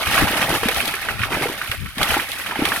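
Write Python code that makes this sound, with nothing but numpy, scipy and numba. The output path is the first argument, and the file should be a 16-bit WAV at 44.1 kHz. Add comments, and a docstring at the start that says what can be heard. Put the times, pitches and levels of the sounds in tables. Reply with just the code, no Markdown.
"""Wet slaps and splashes: a netful of fish thrashes in shallow pond water, a few metres away in the open air.
Tails smack the surface and throw spray, trapped air gulps, and flung drops patter down.
Underneath, the whole catch keeps the water churning. Every bubble and drop is a damped sine that rises
in pitch as it fades. A light breeze buffets the left microphone of a hand-held recorder,
and a few dull low thumps sound like wind bumping it."""
import sys
import numpy as np
from scipy import signal
from scipy.fft import rfft, irfft, next_fast_len
from scipy.io import wavfile
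from scipy.ndimage import uniform_filter1d
from numba import njit

SR = 44100
rng = np.random.default_rng(int(sys.argv[2]) if len(sys.argv) > 2 else 0)


def output_pcm(signal):
    """Save a mono or channel-first signal as 16-bit PCM at the path in sys.argv[1].

    Samples are clipped to [-1, 1] before scaling.
    """
    pcm = np.clip(np.atleast_2d(signal).T, -1, 1) * 32767
    wavfile.write(sys.argv[1], SR, np.round(pcm).astype(np.int16))


N = 123479
T = np.arange(N) / SR

# tail slaps on the surface (time [s], level [dB], pitch of the air pocket [Hz])
TAIL_SLAPS = [(0.07, -3.5, 1240), (.143, 1.5, 2320), (.179, 6.5, 1390), (0.188, -16, 1240),
              (0.213, -2, 1900), (0.231, -4, 1600), (0.281, -2.5, 1300), (.412, -1, 1450),
              (0.553, -10, 2370), (0.632, -5.5, 1470), (0.685, -1, 1580), (0.712, -10, 2750),
              (0.763, -9, 1620), (.803, 0, 2300), (.939, -6.5, 1780), (1.087, 1, 1500), (1.218, -5.5, 1900),
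              (1.234, 0.5, 1480), (1.32, -7, 1170), (1.422, -4.5, 2230), (1.615, -4.5, 1540),
              (1.716, -2, 2570), (1.86, -13.5, 2220), (1.982, -5, 3330), (2.014, -2, 1410),
              (2.029, 0, 2180), (2.106, 1.5, 2270), (2.133, -8, 1520), (2.142, -2, 1370),
              (2.198, -1.5, 1730), (2.462, -8.5, 1400), (2.51, -7, 1560), (2.556, -7, 1720),
              (2.653, 1, 2930), (2.719, 2, 1490), (2.761, -2.5, 1740)]
# tone of fine spray (frequency [Hz], gain [dB])
SPRAY_TONE = [(700, -12), (3500, 7.5), (5500, -2.5), (7500, -6.5), (9500, 0), (11500, 4), (13000, 3),
              (14500, -4.5), (16000, -3)]
FLAP_S = 0.055  # mean time between the small flaps of the catch


def undb(db):
    """Decibels to gain."""
    return 10 ** (np.asarray(db) / 20)


def steady(x, size=SR // 10):
    """Ride the level to hold rms 1 over windows of `size` samples."""
    return x / np.sqrt(uniform_filter1d(np.mean(x ** 2, axis=0), size=size))


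def colour(x, points, share=1):
    """Minimum-phase EQ through (frequency [Hz], gain [dB]) points; `share` scales the decibels."""
    size = 2 * next_fast_len(N)
    hz, db = np.array(points, float).T
    bin_hz = np.maximum(np.arange(size // 2 + 1) * SR / size, 1)
    gain = undb(np.interp(np.log(bin_hz), np.log(hz), db))
    cepstrum = irfft(share * np.log(gain))
    cepstrum[1:size // 2] *= 2
    cepstrum[size // 2 + 1:] = 0
    return irfft(rfft(x, size) * np.exp(rfft(cepstrum)))[..., :N]


@njit
def ring(start, hz, cycles, gain, glide):
    """Damped sines that swell within a cycle, decay over `cycles` and rise by `glide` per decay time."""
    out = np.zeros(N)
    for k in range(len(start)):
        life = cycles[k] / hz[k]
        for i in range(max(0, int(start[k] * SR) + 1), min(N, int((start[k] + 6 * life) * SR))):
            age = i / SR - start[k]
            turns = hz[k] * age * (1 + glide * age / life / 2)
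            envelope = np.exp(-age / life) * (1 - np.exp(-2.5 * turns))
            out[i] += gain[k] * envelope * np.sin(2 * np.pi * turns)
    return out


def bubbles(start, hz, cycles, gain, glide=0.031):
    """Bubbles and drops, each reaching the two microphones from its own direction."""
    left_lead_s = 0.00004 + 0.00007 * rng.standard_normal(len(start))
    cycles = np.full(len(hz), cycles)
    return np.array([ring(start - side * left_lead_s / 2, hz, cycles, gain, glide) for side in (1, -1)])


def swarm(flaps, low_hz, high_hz, cycles, spread_db, flap_db, count):
    """A crowd of bubbles, many soft and a few loud, strongest just after each flap."""
    when, pitch, length, loudness, sign = rng.random((count, 5)).T
    start = when * N / SR
    hz = low_hz + (high_hz - low_hz) * pitch
    ring_cycles = cycles * undb(16 * (length - 0.5))
    since_flap = start - flaps[np.searchsorted(flaps, start) - 1]
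    db = -spread_db * np.log(np.maximum(loudness, 0.02)) + flap_db * np.exp(-2 * since_flap / FLAP_S)
    gain = np.sign(sign - 0.5) * undb(db) * np.sqrt(hz / ring_cycles)  # short rings keep their energy
    return bubbles(start, hz, ring_cycles, gain)


def shower(times, db, low_hz, high_hz, cycles, decay_s, count):
    """A shower of small bubbles or drops that swells around each given time and dies away."""
    swell = 0.1705  # build-up, as a share of the decay time
    jitter, pitch, sign = rng.random((len(times) * count, 3)).T
    slot = np.arange(len(jitter)) % count
    late = -np.log(1 - (slot + jitter) / count)  # in decay times: dense at first, then thinning
    start = np.repeat(times, count) + decay_s * (late - swell)
    hz = low_hz * (high_hz / low_hz) ** pitch
    envelope = np.exp(-late / 2) * (1 - np.exp(-late / swell))
    return bubbles(start, hz, cycles, np.repeat(undb(db), count) * np.sign(sign - 0.5) * envelope)


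def breeze():
    """Low eddies rumble at both microphone ports; the puffs catch only the left one."""
    # bell-shaped puffs of wind (time of the crest [s], level [dB], half width [s])
    puffs = [(0.087, -22.5, 0.012), (0.233, -17.5, 0.011), (0.226, -27, 0.045), (0.627, -36.5, 0.071),
             (0.781, -29, 0.015), (1.203, -29.5, 0.076), (1.827, -24, 0.037), (2.014, -25, 0.012),
             (2.116, -25, 0.02)]
    band = signal.butter(2, [40, 111.5], "band", fs=SR, output="sos")
    eddies = signal.sosfilt(band, rng.standard_normal((2, 1, N)))
    left, right = (steady(port, size=SR // 25)[0] for port in eddies)
    buffeting = sum(undb(db) * np.exp(-((T - s) / half) ** 2 / 2) for s, db, half in puffs)
    calm = undb(-46)
    return np.array([left * (buffeting + calm), right * calm])


def churn():
    """Tail slaps and small uneven flaps of the catch stir up a bed of gurgle, splash and fine spray."""
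    # fader moves of the churning water (time [s], gurgle [dB], splash [dB], spray [dB])
    faders = [(0.0, -29, -20.5, -35), (0.05, -36, -23.5, -32.5), (0.17, -24.5, -15.5, -25),
              (0.27, -27, -22.5, -31), (0.43, -26.5, -18, -30.5), (0.481, -26, -24.5, -31),
              (0.528, -22.5, -19, -28.5), (0.6, -34, -26, -31.5), (0.67, -31, -22.5, -34),
              (0.78, -32.5, -23.5, -29.5), (0.88, -31.5, -24.5, -32), (0.959, -44, -26.5, -36.5),
              (1.11, -33.5, -27, -37.5), (1.17, -41, -29.5, -40.5), (1.241, -40, -23, -37),
              (1.295, -33.5, -32.5, -41), (1.332, -27, -22, -35.5), (1.45, -28.5, -24, -33.5),
              (1.53, -37, -30, -39), (1.67, -45, -29.5, -38), (1.751, -38.5, -30, -36.5),
              (1.8, -72, -36, -44.5), (1.956, -54, -37.5, -44.5), (2.013, -26, -22.5, -31),
              (2.14, -29, -20, -28.5), (2.261, -42, -30, -37.5), (2.43, -43, -28, -35.5),
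              (2.57, -33, -28.5, -42), (2.642, -28, -21.5, -32.0), (2.8, -36, -28.5, -30.5)]
    # tone of the low bubbles (frequency [Hz], gain [dB])
    gurgle_tone = [(80, 5), (160, -3.5), (300, -4.5), (480, -5.5), (800, 1.5), (1100, -9.5)]
    # tone of the splashing (frequency [Hz], gain [dB])
    splash_tone = [(350, -24.5), (700, -24), (880, -10.5), (1080, -2), (1320, 3.5), (1900, 1.5),
                   (2450, 1.5), (3500, -4), (5200, -11.5), (7500, -21.5)]
    times, gurgle_db, splash_db, spray_db = np.array(faders).T
    beats = np.arange(-1, 200)
    small_flaps = (beats + rng.random(len(beats))) * FLAP_S
    flaps = np.union1d(small_flaps, np.array(TAIL_SLAPS)[:, 0])
    gurgle = swarm(flaps, low_hz=130, high_hz=1163, cycles=1.28, spread_db=2, flap_db=7.5, count=1900)
    splash = swarm(flaps, low_hz=602, high_hz=6660, cycles=6.2, spread_db=1.5, flap_db=5.5, count=9000)
    spray = swarm(flaps, low_hz=3780, high_hz=14100, cycles=0.49, spread_db=1, flap_db=7.5, count=24000)
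    layers = [(gurgle, gurgle_tone, gurgle_db + 1.5),
              (splash, splash_tone, splash_db - 2.5),
              (spray, SPRAY_TONE, spray_db + 1.5)]
    return sum(steady(colour(x, tone)) * undb(np.interp(T, times, db)) for x, tone, db in layers)


def patters():
    """Handfuls of fine flung drops land together in a bright spatter."""
    # drops landing on the water (time [s], level [dB])
    landings = [(.686, -5), (0.745, -9), (0.768, -13), (0.855, -8.5), (0.878, -9), (1.715, -11),
                (1.982, -14), (2.03, -2.5), (2.317, -11.5), (2.654, -8)]
    times, db = np.array(landings).T
    drops = shower(times, db - 5.5, low_hz=3190, high_hz=15900, cycles=1.26, decay_s=0.0036, count=90)
    return colour(drops, SPRAY_TONE)


def gulps_and_thumps(ring_s=0.0048, glide=0.025, trail_s=0.028, trail_count=4):
    """Low gulps of trapped air, plus a few dull low thumps like wind bumping the microphone."""
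    # gulps and thumps; the four lowest are the thumps (time [s], level [dB], pitch [Hz])
    low_hits = [(.221, -5, 278), (0.239, -8.5, 197), (.526, -8.5, 341), (.631, -10.5, 440), (.657, -7, 223),
                (.687, -10.5, 491), (.772, -15, 756), (0.939, -22.5, 388), (1.204, -7, 108),
                (1.307, -19, 257), (1.411, -12, 373), (1.457, -9, 448), (1.498, -14, 370), (1.695, -11, 84),
                (1.813, -21, 148), (1.861, -22.5, 185), (1.972, -15, 209), (2.166, -10, 314),
                (2.169, -7, 818), (2.521, -16, 943), (2.591, -6, 305), (2.621, -3.5, 272)]
    times, db, hz = np.array(low_hits).T
    cycles = hz * ring_s
    out = bubbles(times, hz, cycles, undb(db), glide)
    for k in range(trail_count):  # softer rings trail each hit, most of them higher
        jitter, octaves = rng.random((len(times), 2)).T
        start = times + trail_s * (k + jitter) / trail_count
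        out += bubbles(start, 0.87 * hz * 2 ** octaves, cycles, undb(db - 13), glide)
    return out


def slaps():
    """A tail cracks on the water, an air pocket rings briefly, then splinters of water follow."""
    times, db, hz = np.array(TAIL_SLAPS).T
    pocket = bubbles(times, hz, cycles=1.47, gain=undb(db - 2))
    crack = shower(times, db - 14, low_hz=1400, high_hz=5200, cycles=0.3, decay_s=0.00102, count=8)
    splinters = shower(times, db - 14.5, low_hz=1095, high_hz=3240, cycles=4.4, decay_s=0.0067, count=16)
    return pocket + crack + splinters


def surroundings(x, echo_db=-13, decay_s=0.008):
    """Short, sparse reflections scatter back from nearby bodies and the water surface."""
    age = T[:SR // 5]
    echoes = rng.standard_normal((2, len(age))) ** 3 * np.exp(-age / decay_s)  # cubing makes it sparse
    echoes /= np.sqrt(np.sum(echoes ** 2, axis=1, keepdims=True))
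    return x + undb(echo_db) * signal.fftconvolve(x, echoes, axes=1)[:, :N]


def scene():
    """The water and the thumps, coloured differently at each microphone, plus the breeze."""
    # shape of the stereo balance (frequency [Hz], lean to the left [dB])
    balance = [(300, 0.5), (800, 2), (1400, -0.5), (2300, -7.5), (3900, 1), (5500, 4), (8200, 13.5),
               (10500, 11.5), (12500, 6.5), (15500, 3.5)]
    left, right = surroundings(churn() + slaps() + gulps_and_thumps() + patters())
    mix = np.array([colour(left, balance, share=0.44), colour(right, balance, share=-0.67)])
    return mix + breeze()


def record(dry, top_hz=15900):
    """The recorder rounds the highest peaks and cuts the top."""
    lowpass = signal.ellip(10, 0.2, 80, top_hz, fs=SR, output="sos")
    return signal.sosfilt(lowpass, np.tanh(dry))


dry = scene()
out = record(dry)
output_pcm(out)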